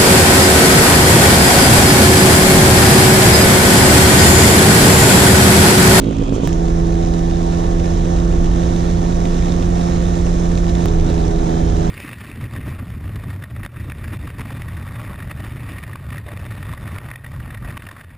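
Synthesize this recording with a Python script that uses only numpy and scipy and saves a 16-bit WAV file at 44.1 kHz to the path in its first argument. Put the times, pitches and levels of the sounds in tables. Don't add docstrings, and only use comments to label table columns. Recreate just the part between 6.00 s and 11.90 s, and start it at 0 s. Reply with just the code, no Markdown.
import sys
import numpy as np
from scipy import signal
from scipy.fft import rfft, irfft, next_fast_len
from scipy.io import wavfile
from scipy.ndimage import uniform_filter1d, map_coordinates

SR = 44100
rng = np.random.default_rng(int(sys.argv[2]) if len(sys.argv) > 2 else 0)


def transcribe(signal):
    frames = np.atleast_2d(signal).T
    limited = np.clip(frames, -1, 1)
    pcm = np.round(limited * 32767).astype(np.int16)
    wavfile.write(sys.argv[1], SR, pcm)


def ratio_of_db(decibels):
    return 10 ** (np.asarray(decibels, float) / 20)


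N = 260190
T = np.arange(N) / SR


def unit(x):
    return x / np.sqrt(np.mean(x ** 2) + 1e-20)


def along(points, hz):
    f, *columns = np.transpose(points)
    return [np.interp(np.log(hz + 1), np.log(f + 1), column) for column in columns]


def curves(tables):
    s, *columns = np.transpose(np.concatenate(tables))
    return [np.interp(T, s, column) for column in columns]


def wobble(rate):
    points = rng.standard_normal(int(N * rate / SR) + 4)
    return map_coordinates(points, [np.arange(N) * rate / SR])


def filtered(x, response):
    m = next_fast_len(N + SR // 2)
    return irfft(rfft(x, m) * response(np.fft.rfftfreq(m, 1 / SR)), m)[..., :N]


def resonant(modes):
    def response(f):
        total = 0
        for k, (centre, width, db) in enumerate(modes):
            total = total + (-1) ** k * ratio_of_db(db) * 1j * f * width / (centre ** 2 - f ** 2 + 1j * f * width)
        return total
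    return response


def noise(spectrum, envelope, patchy_db):
    z = signal.stft(rng.standard_normal((3, N)), nperseg=512)[2]
    patches = uniform_filter1d(rng.standard_normal(z.shape[1:]), size=6, axis=0)
    patches = uniform_filter1d(patches, size=10, axis=1)
    rows = signal.istft(z * ratio_of_db(patchy_db * unit(patches)), nperseg=512)[1][:, :N]
    return unit(filtered(rows * envelope, lambda hz: ratio_of_db(along(spectrum, hz)[0])))


def band(modes, envelope):
    rows = rng.standard_normal((3, N)) * envelope
    return unit(filtered(rows, lambda hz: sum(resonant([mode])(hz) ** 2 for mode in modes)))


# start_s, end_s
STRETCHES = [(0, .474), (.475, 4.857), (4.858, 5.9)]


def stretch_now():
    stretch = np.searchsorted([start for start, end in STRETCHES], T, side="right") - 1
    return stretch, T < STRETCHES[0][1]


# time_s, firings_per_s
SPEED = [
    [(0, 54.6), (.474, 54.5)],
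    [(.475, 83.4), (1.4, 84.4), (3, 85.6), (3.6, 86.5), (4.857, 85.6)],
    [(4.858, 83.1), (5.4, 82.5), (5.9, 82.4)],
]


def firing_rate():
    return curves(SPEED)[0]


# second_multiple_db, rumble_db, roar_db, clatter_db
LEVELS = [(-27.5, -27, -41.5, -42), (-20, -19.5, -39, -39), (-21, -19.5, -37.5, -40.5)]
# time_s, strength (0-1)
BUMPS = [(.08, 0.65), (.22, 0.8), (.34, 0.8), (.45, 0.95)]
# rumble_db, roar_db, clatter_db
DRIFT_DB = (-1, 0.95, 0.27)


def levels(firing_hz):
    stretch, _ = stretch_now()
    note_db, *ride_db = np.array(LEVELS)[stretch].T
    throb_db = 3.5 * np.cos(2 * np.pi * (T - .08) / .121) - 8 * T
    bump_s = 0.031
    bump = sum(size * np.exp(-((T - s) / bump_s) ** 2) for s, size in BUMPS)
    rise_db = (5.5, 1, 6)
    moved_db = [db + rise * bump + drift * wobble(1.84)
                for db, rise, drift in zip(ride_db, rise_db, DRIFT_DB)]
    rumble_db, roar_db, clatter_db = moved_db
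    cruise_hz, db_per_hz = 85.8, 0.72
    clatter_db = clatter_db + (stretch == 1) * db_per_hz * (firing_hz - cruise_hz)
    return note_db + (stretch == 0) * throb_db, rumble_db, roar_db, clatter_db


# multiple of the firing rate, level_db
NOTES = [
    [(1, -9), (2, -8), (3, -6.5), (4, -9), (5, -4), (6, -13.5), (7, -15.5), (8, -23), (9, -23.5), (10, -28),
     (11, -26.5), (12, -33), (13, -49)],
    [(1, -5.5), (2, 2.5), (3, -10), (4, -6.5), (5, -20.5), (6, -18), (7, -23), (8, -21), (9, -28),
     (10, -30), (11, -25.5), (12, -34), (13, -27.5)],
    [(1, -7.5), (2, 2), (3, -10.5), (4, -7.5), (5, -19), (6, -19), (7, -20.5), (8, -24.5), (9, -26.5),
     (10, -26), (11, -26), (12, -29), (13, -46)],
]
# pitch_hz, half_width_hz, lift_db
BOOMS = [(333.6, 5.7, 3), (413.2, 11.8, 10.5), (755.6, 15, 10)]


def hum(turns, note_db):
    stretch, slow = stretch_now()
    firing_hz = np.gradient(turns) * SR
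    out = np.zeros(N)
    for k in range(len(NOTES[0])):
        multiple = k + 1
        balance_db = np.array([note[k][1] - note[1][1] for note in NOTES])[stretch]
        boom_db = sum(db / (1 + ((multiple * firing_hz - hz) / w) ** 2) for hz, w, db in BOOMS)
        level_db = uniform_filter1d(balance_db + boom_db, size=130)
        waver = min(multiple, 9)
        phase = 2 * np.pi * (multiple * turns + rng.random()) + .05 * waver * wobble(60)
        swell_db = .18 * waver * wobble(25) + .1 * waver * wobble(1.5)
        out += ratio_of_db(level_db + swell_db) * np.sin(phase)
    teeth = 21
    mesh = np.sin(2 * np.pi * teeth * turns + 1.1 * wobble(45))
    mesh = mesh * ratio_of_db(np.minimum(2.5 * wobble(20), 2))
    whine = ratio_of_db(-33.5) * ~slow * mesh
    return np.sqrt(2) * ratio_of_db(note_db) * (out + whine)


# time_s, peak_db
POPS = [(0.069, -5), (0.087, -7), (0.11, -11), (0.197, -9), (0.2155, -7), (0.226, -9), (0.291, -10),
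        (0.3245, -3), (0.335, -9), (0.364, -9), (0.382, -9), (0.401, -12), (0.435, -3.5), (0.446, -8)]
# pitch_hz, level_db
PIPE = [(150, 3), (300, 1), (450, -1), (600, -8), (800, -19), (1200, -30), (2500, -56)]
# pitch_hz, level_db (per Hz)
PUFF_COLOUR = [(300, -30), (600, 3), (1100, -2), (1600, -26), (3000, -60)]
# pitch_hz, width_hz, level_db
SHIELD = [(672, 53, -11), (717, 25, -3.5)]


def pops(turns, roar_db):
    fired = np.flatnonzero(np.diff(np.floor(turns)))
    lumps_db = 2.5 * wobble(10)
    uneven, hard = np.zeros(N), np.zeros(N)
    uneven[fired] = rng.standard_normal(len(fired)) * ratio_of_db(roar_db[fired] + 57.0 + lumps_db[fired])
    for s, db in POPS:
        hard[round(s * SR)] = ratio_of_db(db)

    def drum_response(hz):
        soft = 1 / (1 + 1j * hz / 900) ** 3
        return soft * resonant(SHIELD)(hz)

    drum = filtered(uneven, drum_response)
    pipe = [(11, -43), *PIPE, (6000, -120)]
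    thud = filtered(hard, lambda hz: ratio_of_db(along(pipe, hz)[0]))
    puff_s = 0.0028
    puff_shape = filtered(hard, lambda hz: 1 / (1 + 2j * np.pi * hz * puff_s)) * SR * puff_s
    puff = puff_shape * noise(PUFF_COLOUR, 1, patchy_db=-1.5)[0]
    return drum + thud * hard.max() / thud.max() + ratio_of_db(-30) * puff


# pitch_hz, level_db (per Hz)
KICK = [(800, -43), (1800, 2.5), (3000, -0.5), (4000, -10.5), (5000, -3.5), (7000, -3), (10000, -27),
        (15000, -61)]
# pitch_hz, width_hz, level_db
RINGS = [(3500, 40, -2), (3770, 30, -3), (5420, 60, -6), (6210, 40, 0), (6410, 18, 1), (6870, 30, -3),
         (7200, 25, -6)]
# pitch_hz, level_db (per Hz)
HISS = [(710, -34), (1200, -3.5), (1830, -3.5), (1990, -6), (2440, -9), (3840, -5.5), (4690, -11.5),
        (5270, -6.5), (6310, -6.5), (8570, -18), (9520, -18.5), (11900, -30.5), (13500, -34), (14400, -37),
        (15000, -63)]
# pitch_hz, level_db (per Hz)
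SLOW_HISS = [(710, 0.5), (1200, 3), (1650, -8), (3240, 1.5), (4790, -8), (6720, -12.5), (9320, -17),
             (10800, -26), (13600, -52), (15000, -48)]


def clatter(turns, level_db):
    _, slow = stretch_now()
    cycle = np.floor(turns).astype(int)
    wheel = 2 * np.pi * turns / 10.6
    bump = np.cos(2 * wheel + 1.2 * wobble(2)) + 0.5 * np.cos(wheel + 0.6 * wobble(2))
    kick_db = 6.8 * rng.standard_normal(N)[cycle] + 4 * bump + 0.65 * wobble(20.0)
    kick_shape = ratio_of_db(np.minimum(kick_db, 7.5)) * np.exp(-(turns - cycle) / 0.13)
    gentle_db = -4 * slow
    kicks = ratio_of_db(level_db - 10 + gentle_db) * unit(kick_shape)
    rattle = noise(KICK, 1, patchy_db=1.5) * uniform_filter1d(kicks, size=40)

    ring = np.zeros((3, N))
    for mode in RINGS:
        source = ratio_of_db(1.9 * wobble(6.6)) * rng.standard_normal((3, N))
        ring += filtered(source, lambda hz: resonant([mode])(hz) / (1 + ((hz - mode[0]) / 300) ** 2))
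    ring = ratio_of_db(level_db - 11.5 + gentle_db) * unit(ring)

    hiss = np.where(slow, noise(SLOW_HISS, 1, patchy_db=1.3), noise(HISS, 1, patchy_db=1.0))
    hiss_db = level_db - 1.5 + 0.41 * wobble(8.4) + 0.36 * bump
    return rattle + ratio_of_db(hiss_db) * hiss + ring


# time_s, level_db, pitch_hz
KNOCKS = [(0.042, -29.5, 3770), (0.167, -29, 3250), (0.185, -28, 2300), (0.2356, -27, 2530),
          (0.2802, -28, 2820), (0.2934, -29, 3590), (0.3263, -33, 2450), (0.4263, -38, 3670),
          (0.491, -24, 2890), (0.5281, -20, 3040), (0.6833, -30.5, 3630), (0.923, -27, 4060),
          (1.029, -31, 3680), (1.1376, -26, 4030), (1.7985, -25, 3530), (1.858, -25, 2250),
          (1.953, -31.5, 3200), (1.9768, -27, 2310), (2.0472, -34, 3760), (2.164, -27.5, 3850),
          (2.188, -29, 3700), (2.2, -29, 3700), (2.247, -27, 2800), (2.445, -30, 3330), (2.459, -31, 3700),
          (2.6356, -30, 3770), (2.762, -26.5, 3730), (3.126, -29, 3780), (3.254, -24.5, 3700),
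          (3.3815, -26, 2970), (3.5208, -24, 3600), (3.625, -24, 3580), (3.7523, -28, 3700),
          (3.8114, -27, 3860), (3.961, -27, 3070), (4.0541, -27, 3630), (4.066, -30, 3750),
          (4.1349, -30, 4040), (4.2652, -24, 2500), (4.518, -33, 3960), (4.5535, -28, 3800),
          (4.576, -24.5, 3750), (4.681, -29, 3900), (4.694, -25, 3880), (4.7524, -24, 3560),
          (4.8222, -27, 2890), (4.8827, -26, 3650), (5.0633, -30, 3640), (5.076, -33, 3800),
          (5.0885, -32, 3900), (5.099, -29, 3950), (5.39, -28, 4050), (5.28, -24, 2350),
          (5.6864, -36, 2600), (5.7667, -27, 3850), (5.85, -31, 4020), (5.877, -29, 2270)]


def knocks():
    out = np.zeros((3, N + SR))
    life = np.arange(SR // 50) / SR
    shape = np.exp(-life / 0.0026) * (1 - np.exp(-life / 0.00029))
    crack = np.pad(noise(KICK, 1, patchy_db=-2), ((0, 0), (0, SR)))
    for s, db, hz in KNOCKS:
        span = slice(round(s * SR), round(s * SR) + len(life))
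        rough = 1 + .8 * unit(uniform_filter1d(rng.standard_normal((3, len(life))), size=12))
        pitched = 1 / (1 + ((hz - 3840) / 450) ** 2)
        ring = pitched * rough * np.sin(2 * np.pi * (hz * life + rng.random()))
        out[:, span] += ratio_of_db(db - 5.5) * shape * (ring + ratio_of_db(-1) * crack[:, span])
    return out[:, :N]


# time_s, level_db
CHATTER = [(.48, -56), (1.5, -50), (2.2, -54), (3.2, -51), (4, -51), (4.6, -56), (4.85, -52.5), (5, -53),
           (5.9, -48.5)]
# pitch_hz, width_hz, level_db
SLOW_RINGS = [(2510, 170, 1), (3270, 200, -.5), (5700, 300, -3), (6660, 300, -2)]
# time_s, half_length_s, level_db
SWELLS = [(0.349, 0.025, -43.5), (0.452, 0.023, -41)]


def chatter(turns):
    _, slow = stretch_now()
    strokes = np.exp(-(turns % 1) / 0.3)
    fits = unit(ratio_of_db(np.minimum(3 * wobble(9) + 3 * wobble(70), 4)) * strokes)
    level_db, = curves([CHATTER])
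    part = ratio_of_db(level_db) * ~slow * band([(3840, 1080, 0)], fits)
    rings = ratio_of_db(-54 + np.minimum(4 * wobble(30), 4)) * slow * band(SLOW_RINGS, 0.28 + strokes)
    swell = sum(ratio_of_db(db) * np.exp(-((T - s) / half) ** 2) for s, half, db in SWELLS)
    return part + rings + swell * band([(6260, 2300, 0)], 1)


# pitch_hz, width_hz, level_db
FRAME = [(29.9, 6.5, -4.5), (51, 12.7, -1.5), (76, 47, -11.5)]


def rumble(level_db):
    def response(hz):
        return resonant(FRAME)(hz) * hz ** 2 / (hz ** 2 + 18 ** 2) / (1 + (hz / 400) ** 2)

    shaking = unit(filtered(rng.standard_normal(N), response))
    shudder_hz = 28.5 + 1.64 * wobble(5)
    shudder = ratio_of_db(3.2 * wobble(7) - 1) * np.sin(2 * np.pi * np.cumsum(shudder_hz) / SR)
    return ratio_of_db(level_db) * (0.96 * shaking + 1.22 * shudder)


# pitch_hz, level_db (per Hz)
ROAR = [(35, -8), (60, 0.5), (120, -7), (200, -10.5), (300, -12.5), (450, -16.5), (620, -21.5), (850, -29),
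        (1050, -31), (1400, -34.5), (2500, -43.5), (5500, -120)]


def roar(turns, level_db):
    breath = 1 + 0.25 * np.cos(2 * np.pi * turns)
    return ratio_of_db(level_db + 16.5 + .4 * wobble(5)) * noise(ROAR, breath, patchy_db=.7)


# start_s, end_s, pitch_hz, level_db
TONES = [(.41, .474, 958, -39), (5.2, 5.78, 3133, -54.5)]


def tones():
    out = np.zeros(N)
    for start, end, hz, db in TONES:
        swell = np.clip((T - start) / (end - start), 0, 1) ** .5
        stop = np.clip((end - T) / .004, 0, 1)
        wave = np.sin(2 * np.pi * hz * T + .5 * wobble(20))
        out += np.sqrt(2) * ratio_of_db(db + wobble(15)) * swell * stop * wave
    return out


# pitch_hz, left_minus_right_db, left_lead_radians, likeness of noise (0-1)
PORTS = [(30, -1.7, -.15, 1), (150, -5, -.15, .98), (330, -7.5, .1, .95), (480, -9.5, .9, .7),
         (750, -1, 2.6, .85), (950, -4, 3, .75), (1400, -7, 1.8, .45), (2300, -6, -.8, .2),
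         (3000, -4, .8, .5), (3800, -1.5, .2, .85), (4700, -6, -.4, .35), (6200, -12.5, -1.1, .45),
         (8500, -1, -2.5, .25), (11000, -4, -2.5, .1), (15000, -1, -2.5, .1)]


def ports(rows, coherent):
    m = 2 * N
    balance_db, lead, alike = along(PORTS, np.fft.rfftfreq(m, 1 / SR))
    gain = ratio_of_db(np.array([balance_db, -balance_db]) / 2)
    mean = np.sqrt((gain[0] ** 2 + gain[1] ** 2 + 2 * alike * np.cos(lead)) / 4)
    z = rfft(np.hstack([rows, rows[:, ::-1]]))
    heard = z[0] * np.exp(.5j * np.array([lead, -lead]))
    if not coherent:
        heard = np.sqrt(alike) * heard + np.sqrt(1 - alike) * z[1:]
    return irfft(heard * gain / mean, m)[:, :N]


def scene():
    firing_hz = firing_rate()
    note_db, rumble_db, roar_db, clatter_db = uniform_filter1d(np.array(levels(firing_hz)), size=130)
    turns = np.cumsum(firing_hz) / SR
    one_wave = hum(turns, note_db) + pops(turns, roar_db) + rumble(rumble_db) + tones()
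    partly_shared = clatter(turns, clatter_db) + knocks() + chatter(turns) + roar(turns, roar_db)
    return ports(one_wave[None], True) + ports(partly_shared, False)


# time_s, left_step, right_step (full scale is 1)
JUMPS = [(0.47461, -.3, -.54), (4.85795, .24, .52)]


def clicks():
    out = np.zeros((2, N))
    for s, left, right in JUMPS:
        step = np.where(T >= s, .5, -.5) * np.exp(-np.abs(T - s) / .0018)
        out += np.outer([left, right], step)
    return out


def roll_off(x):
    return signal.sosfilt(signal.butter(12, 16430, fs=SR, output="sos"), x)


def record(dry):
    limit_hz = 15100
    spectrum = rfft(np.hstack([dry, dry[:, ::-1]]))
    x = irfft(spectrum * (np.fft.rfftfreq(2 * N, 1 / SR) < limit_hz), 2 * N)[:, :N]
    power = np.abs(uniform_filter1d(np.mean(x ** 2, axis=0), size=1500))
    usual = np.abs(uniform_filter1d(power, size=22000))
    x = x * ((usual + 1e-9) / (power + 1e-9)) ** .22
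    x = x / (1 + np.abs(x / .85) ** 4) ** .25
    return roll_off(x + clicks())


dry = scene()
out = record(dry)
transcribe(out)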